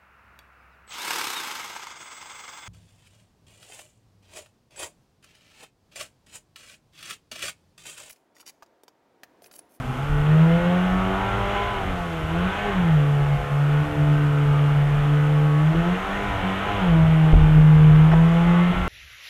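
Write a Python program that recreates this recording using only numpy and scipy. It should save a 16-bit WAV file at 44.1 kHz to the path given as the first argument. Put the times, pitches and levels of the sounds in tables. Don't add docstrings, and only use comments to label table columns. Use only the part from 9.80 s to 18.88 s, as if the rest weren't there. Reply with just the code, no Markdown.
import sys
import numpy as np
from scipy import signal
from scipy.fft import rfft, irfft, next_fast_len
from scipy.io import wavfile
from scipy.ndimage import uniform_filter1d

SR = 44100
rng = np.random.default_rng(int(sys.argv[2]) if len(sys.argv) > 2 else 0)


def persist_wave(psi):
    counts = np.round(np.clip(psi, -1, 1) * 32767).astype(np.int16)
    wavfile.write(sys.argv[1], SR, np.atleast_2d(counts).T)


N = 400417
T = np.arange(N) / SR
STEP = 32


def undb(db):
    return 10 ** (np.asarray(db) / 20)


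def unit(x):
    return x / np.sqrt(np.mean(np.abs(x) ** 2))


def curves(table):
    s, *columns = np.transpose(table)
    return [np.interp(T, s, column) for column in columns]


def walk(rate, size=N, sr=SR):
    hold = int(sr / rate)
    steps = np.repeat(rng.standard_normal(size // hold + 1), hold)
    return unit(uniform_filter1d(uniform_filter1d(steps, hold), hold)[:size])


def gate(start, end, edge_s):
    return np.clip(np.minimum(T - start, end - T) / edge_s + .5, 0, 1)


def noise(colour, body=np.ones_like):
    size = next_fast_len(N)
    bins = np.arange(size // 2 + 1) * SR / size
    hz, db = np.transpose(colour)
    gain = undb(np.interp(np.log(bins + 1), np.log(hz), db, left=-90, right=-90))
    spectrum = rfft(rng.standard_normal(size)) * gain * body(bins)
    return unit(irfft(spectrum, size)[:N])


def lane(x, wet_db, t60):
    chance = rng.random((24, 2))
    lag_s = .008 + .16 * chance[:, 0]
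    echo_gain = np.sign(chance[:, 1] - .5) * np.exp(-np.log(1000) * lag_s / t60)
    late = sum(gain * np.roll(x, int(s * SR)) for s, gain in zip(lag_s, echo_gain))
    return unit(x + undb(wet_db) * unit(late))


# (time [s], firing rate [Hz])
SPEED = [(0, 128), (0.17, 131), (0.27, 146), (0.41, 146.5), (0.62, 161), (0.81, 172.7), (1.04, 182.5),
         (1.4, 193), (1.8, 202.3), (1.9, 203), (2.19, 175.6), (2.44, 157), (2.52, 163), (2.79, 203.5),
         (2.87, 206), (3.05, 169), (3.2, 146), (3.31, 144.3), (3.7, 142), (4.04, 148.7), (4.36, 147.2),
         (4.66, 144.8), (4.93, 145.3), (5.03, 143.9), (5.57, 149), (5.76, 148.3), (5.88, 156), (6.1, 176.8),
         (6.2, 189), (6.32, 197.5), (6.46, 202.5), (6.63, 187.5), (6.75, 191), (6.9, 205.5), (6.97, 200),
         (7.13, 162.5), (7.25, 160.4), (7.61, 154.7), (8.17, 153.7), (8.4, 163.5), (8.69, 172),
         (8.89, 176.2), (8.99, 181.8), (9.08, 180)]


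def firing_rate():
    return uniform_filter1d(curves(SPEED)[0], 1800, mode="nearest")


# (time [s], level above the steady pull [dB])
LOAD = [(0, -16), (.45, -3), (.64, 2.5), (1.0, -0.5), (1.8, -3), (2.05, -10), (2.42, -15.5), (2.62, -4),
        (2.95, 1), (3.12, 0), (3.4, -2.5), (4.7, -1.5), (5.75, -1.5), (5.9, -1), (6.2, 1), (6.9, -1.5),
        (7.1, 2.5), (7.5, 0), (8.06, 5.5), (8.35, 3.5), (8.55, 0.5), (8.72, 5.5), (8.91, 2.5),
        (9.08, -13.5)]


def pull():
    return curves(LOAD)[0]


# (firing rate [Hz], level [dB])
BOOM = [(125, -12), (145, -17), (156, -14.5), (166, -17.5), (176, -20), (186, -21), (194, -32.5),
        (206, -35)]
# (start [s], end [s], depth [dB])
DROPOUTS = [(0.02, 0.07, 14), (0.118, 0.185, 10), (.255, 0.29, 6), (0.775, 0.86, 6), (2.706, 2.74, 5),
            (3.576, 3.707, 13), (4.04, 4.176, 12.5), (5.925, 5.963, 6), (6.02, 6.06, 6),
            (6.146, 6.28, 10.5), (6.51, 6.63, 14), (6.994, 7.01, 0), (8.928, 8.97, 12)]


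def boom(hz, firings, load_db):
    gap_db = sum(depth_db * gate(start, end, 0.028) for start, end, depth_db in DROPOUTS)
    level_db = np.interp(hz, *np.transpose(BOOM)) + load_db - gap_db
    return undb(level_db + 0.97 * walk(25)) * np.sin(2 * np.pi * firings)


# (multiple of the firing rate), and for each its relative (level [dB])
ORDERS_CLEAR = (2, 2.5, 3, 3.5, 4, 4.5, 5, 5.5, 6)
ORDER_DB = [4, -2.5, 2.5, -1.5, 1, -5, -2.5, -7, -5.5]
# (frequency [Hz], level [dB])
OVERTONE_COLOUR = [(255, -46), (284, -51), (293, -42), (340, -43), (370, -45.5), (405, -41), (440, -40),
                   (475, -44), (510, -39), (550, -48), (585, -46), (615, -42), (650, -40), (730, -42),
                   (775, -44), (815, -40), (855, -37), (885, -37), (910, -45), (970, -39.5), (1050, -39),
                   (1250, -42.5)]
# (time [s], second order [dB], higher firing orders [dB], crank orders [dB])
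OVERTONES = [(0.0, -2.6, -8.6, -7.4), (0.5, -3.5, 1.4, -0.4), (1.0, 7.8, 3.7, 1.2), (1.9, 3.5, 5.1, 0.5),
             (2.3, -1.9, -4.3, -4.5), (2.8, 3.5, 0.8, -1.3), (3.4, -5.2, -0.4, -0.7), (4.2, 2.1, -3.9, 0.4),
             (5.6, 2.1, -1.2, -0.3), (6.3, -2.0, 0.4, 0.1), (6.7, -3.1, -1.6, 2.2), (7.15, 2.1, 2.9, -2.9),
             (7.9, -1.5, -0.8, 3.6), (8.7, 1.6, 1.5, -2.6), (9.08, 0.6, -1.7, -2.0)]
# (start [s], end [s], multiple of the firing rate, rise [dB])
RINGING = [(.3, .95, 3, 4), (1.2, 1.75, 5, 2), (7.05, 7.45, 4, 4), (8.55, 8.92, 5, 6)]


def overtones(hz, firings, unrest):
    total = 0
    second_db, higher_db, crank_db = curves(OVERTONES)
    for order, order_db in zip(ORDERS_CLEAR, ORDER_DB):
        if order % 1:
            family_db = crank_db
        else:
            family_db = second_db if order == 2 else higher_db
        level_db = order_db + np.interp(order * hz, *np.transpose(OVERTONE_COLOUR)) + family_db
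        level_db = level_db + sum(rise_db * gate(start, end, .12)
                                  for start, end, which, rise_db in RINGING if which == order)
        flutter_db = (1.8 + 2 * unrest) * walk(20) + 1.8 * walk(4) - unrest
        phase = 2 * np.pi * (order * firings + rng.random())
        total = total + undb(level_db + flutter_db) * np.sin(phase)
    return np.std(total) * lane(unit(total), -11, .4)


# (frequency [Hz], width [Hz], level [dB])
PIPE = [(370, 110, -6.5), (507, 117, -0.5), (700, 54, 6.5), (839.4, 77, 8.5), (1011, 76, 1.5),
        (1120, 46, 3), (1281, 230, 5.5), (1474, 165, -0.5), (1714, 31, 0), (1835, 23, 2), (2040, 180, -6),
        (2700, 8000, -32)]


def pipe(hz):
    return sum(undb(db) / (1 + 2j * (hz - f) / width) for f, width, db in PIPE)


def rasp(hz, firings, wander_db, flicker_db, crank_db, cam_db, high_db):
    out, slow_hz = 0, hz[::STEP]
    for quarter in range(5, 98):
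        order = quarter / 4
        if order in ORDERS_CLEAR or (quarter % 2 and order > 13):
            continue
        lower_cam_db = cam_db + 0.86 * min(order, 8)
        upper_cam_db = cam_db + 0.92 * min(order, 8)
        db = [high_db, lower_cam_db, crank_db, upper_cam_db][quarter % 4]
        db = db + wander_db * walk(2.98, len(slow_hz), SR / STEP)
        db = db + flicker_db * walk(16, len(slow_hz), SR / STEP)
        line_hz = order * slow_hz
        gain = pipe(line_hz) * undb(db - .2 * order) / (1 + (line_hz / 3600) ** 10)
        phase = 2 * np.pi * (order * firings + rng.random()) + np.repeat(np.angle(gain), STEP)[:N]
        out = out + np.repeat(np.abs(gain), STEP)[:N] * np.sin(phase)
    return unit(out)


# (frequency [Hz], relative level per Hz [dB])
ROAR_COLOUR = [(130, -27), (220, -9), (400, -4), (900, -6), (1500, -9), (2300, -6.5), (2930, 1), (3470, -2),
               (4160, -13), (5000, -28.5), (6500, -62)]


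def gas_noise(firings):
    throb = 1 + 0.21 * np.sin(2 * np.pi * firings)
    return noise(ROAR_COLOUR, pipe) * throb * undb(1.05 * walk(7))


def roar(hz, firings, unrest, load_db):
    lines = rasp(hz, firings, wander_db=2.2, flicker_db=2.8, crank_db=1.0, cam_db=-11.0, high_db=0.0)
    lines = lane(lines, -9, .4)
    line_part = undb(-4.5 - unrest + .02 * (hz - 170)) * lines
    gas_part = undb(-6.0 + unrest) * gas_noise(firings)
    upper = line_part + gas_part
    dull = signal.sosfiltfilt(signal.butter(2, 1800, fs=SR, output="sos"), upper)
    treble = undb(0.0096 * (hz - 179.5)) * (upper - dull)
    level_db = -28 + 0.0692 * (hz - 170)
    level_db = level_db + 0.22 * uniform_filter1d(load_db, 9000)
    return undb(level_db) * (dull + treble)


# (frequency [Hz], relative level per Hz [dB])
FAN_COLOUR = [(3800, -12.5), (5000, -3.5), (6700, 1), (7600, -9), (10000, -14)]


def fan(hz):
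    level_db = -64 + 0.1358 * (hz - 170.5)
    return undb(level_db + 1.5 * walk(6)) * noise(FAN_COLOUR)


def engine():
    hz, load_db = firing_rate(), pull()
    firings = np.cumsum(hz) / SR
    slide = np.abs(np.gradient(hz)) * SR
    unrest = np.clip(uniform_filter1d(slide / 90, 6000), 0, 1)
    uneven_firings = firings + (.0015 + .004 * unrest) * walk(45)
    tones = boom(hz, firings, load_db) + overtones(hz, uneven_firings, unrest)
    return np.sqrt(2) * tones + fan(hz) + roar(hz, uneven_firings, unrest, load_db)


# (start [s], end [s], start pitch [Hz], end pitch [Hz], level [dB])
HUMS = [(0, .22, 232, 253, -35.5), (1.047, 1.923, 49, 56.1, -32.5), (1.15, 1.972, 108.9, 112.7, -37),
        (1.2, 1.85, 93, 103, -46), (1.983, 2.933, 83, 83, -37), (3.95, 4.3, 84, 82, -38),
        (7.755, 8.738, 35.05, 43.2, -31), (7.9, 8.6, 74, 82, -38.5), (6.5, 7.048, 100.2, 100, -36)]


def hums():
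    out = 0
    for start, end, start_hz, end_hz, db in HUMS:
        fade = np.clip(np.minimum(T - start, end - T) / 0.055, 0, 1)
        cycles = np.cumsum(np.interp(T, [start, end], [start_hz, end_hz])) / SR
        out = out + np.sqrt(2) * fade * undb(db + 2.4 * walk(6.5)) * np.sin(2 * np.pi * cycles)
    return out


# (time [s], level [dB])
WIND = [(0, -41), (.45, -29), (1.4, -39), (2.0, -31.5), (2.3, -38.5), (3.0, -32.5), (4.2, -37), (4.6, -33),
        (5.6, -34.5), (6.4, -35), (7.15, -34), (7.7, -24), (8.8, -34.5), (9.08, -25)]
# (frequency [Hz], relative level per Hz [dB])
WIND_COLOUR = [(15, -16), (35, -1.5), (60, -9), (110, -9), (200, -16), (400, -43.5)]
# (time [s], level of the main swing [dB], pitch [Hz], hold [s])
THUMPS = [(0.295, -20.5, 40, 0.097), (1.117, -24, 59.7, 0.032), (2.048, -29, 46, .07),
          (2.428, -24, 56, 0.034), (3.102, -27, 50, 0.079), (3.578, -24, 50, .05),
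          (5.937, -26, 39.5, 0.079), (6.486, -27.5, 59.4, 0.063), (7.079, -23.5, 51, 0.18),
          (7.531, -4, 42.7, 0.053), (7.617, -8.5, 38.5, 0.025), (7.733, -20, 34.6, .06),
          (8.976, -26, 42, 0.058)]


def wind():
    out = undb(curves(WIND)[0] + 2.16 * walk(13)) * noise(WIND_COLOUR)
    for s, db, hz, hold_s in THUMPS:
        t = np.maximum(T - s, 0)
        flap = np.sin(2 * np.pi * hz * t) + 0.45 * np.sin(2 * np.pi * 1.9 * hz * t)
        out = out + undb(db) * flap / (1 + (t / hold_s) ** 3)
    return out


# (time [s], level [dB], brightness [Hz])
KNOCKS = [(5.945, -31, 600), (7.53, -18, 700), (7.548, -19.5, 450), (7.772, -25, 500), (8.316, -22.5, 7000),
          (8.331, -21, 4000)]
# (frequency [Hz], relative level per Hz [dB])
PANEL = [(200, -33), (380, 6), (550, -8), (750, 3.5), (1700, -7.5), (3000, -17), (4200, -38), (5500, -24.5),
         (7000, -45)]


def knocks():
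    out = 0
    for s, db, top_hz in KNOCKS:
        t = np.maximum(T - s, 0) / 0.0049
        burst = noise(PANEL, lambda hz: 1 / (1 + (hz / top_hz) ** 4))
        out = out + undb(db) * t * np.exp(1 - t) * burst
    return out


def scene():
    return (engine() + hums() + wind() + knocks())[None]


# (frequency [Hz], relative level per Hz [dB])
HISS = [(2470, -26), (4200, -1.5), (4630, -4.5), (6700, -5), (7600, -6), (13700, -11), (14600, -16),
        (15400, -18.5)]


def record(dry):
    clip, hiss_db, top_hz = .67, -55.5, 15500
    rounded = dry / (1 + (dry / clip) ** 4) ** .25
    wet = rounded + undb(hiss_db) * noise(HISS)
    return signal.sosfilt(signal.ellip(10, .2, 70, top_hz, fs=SR, output="sos"), wet)


dry = scene()
out = record(dry)
persist_wave(out)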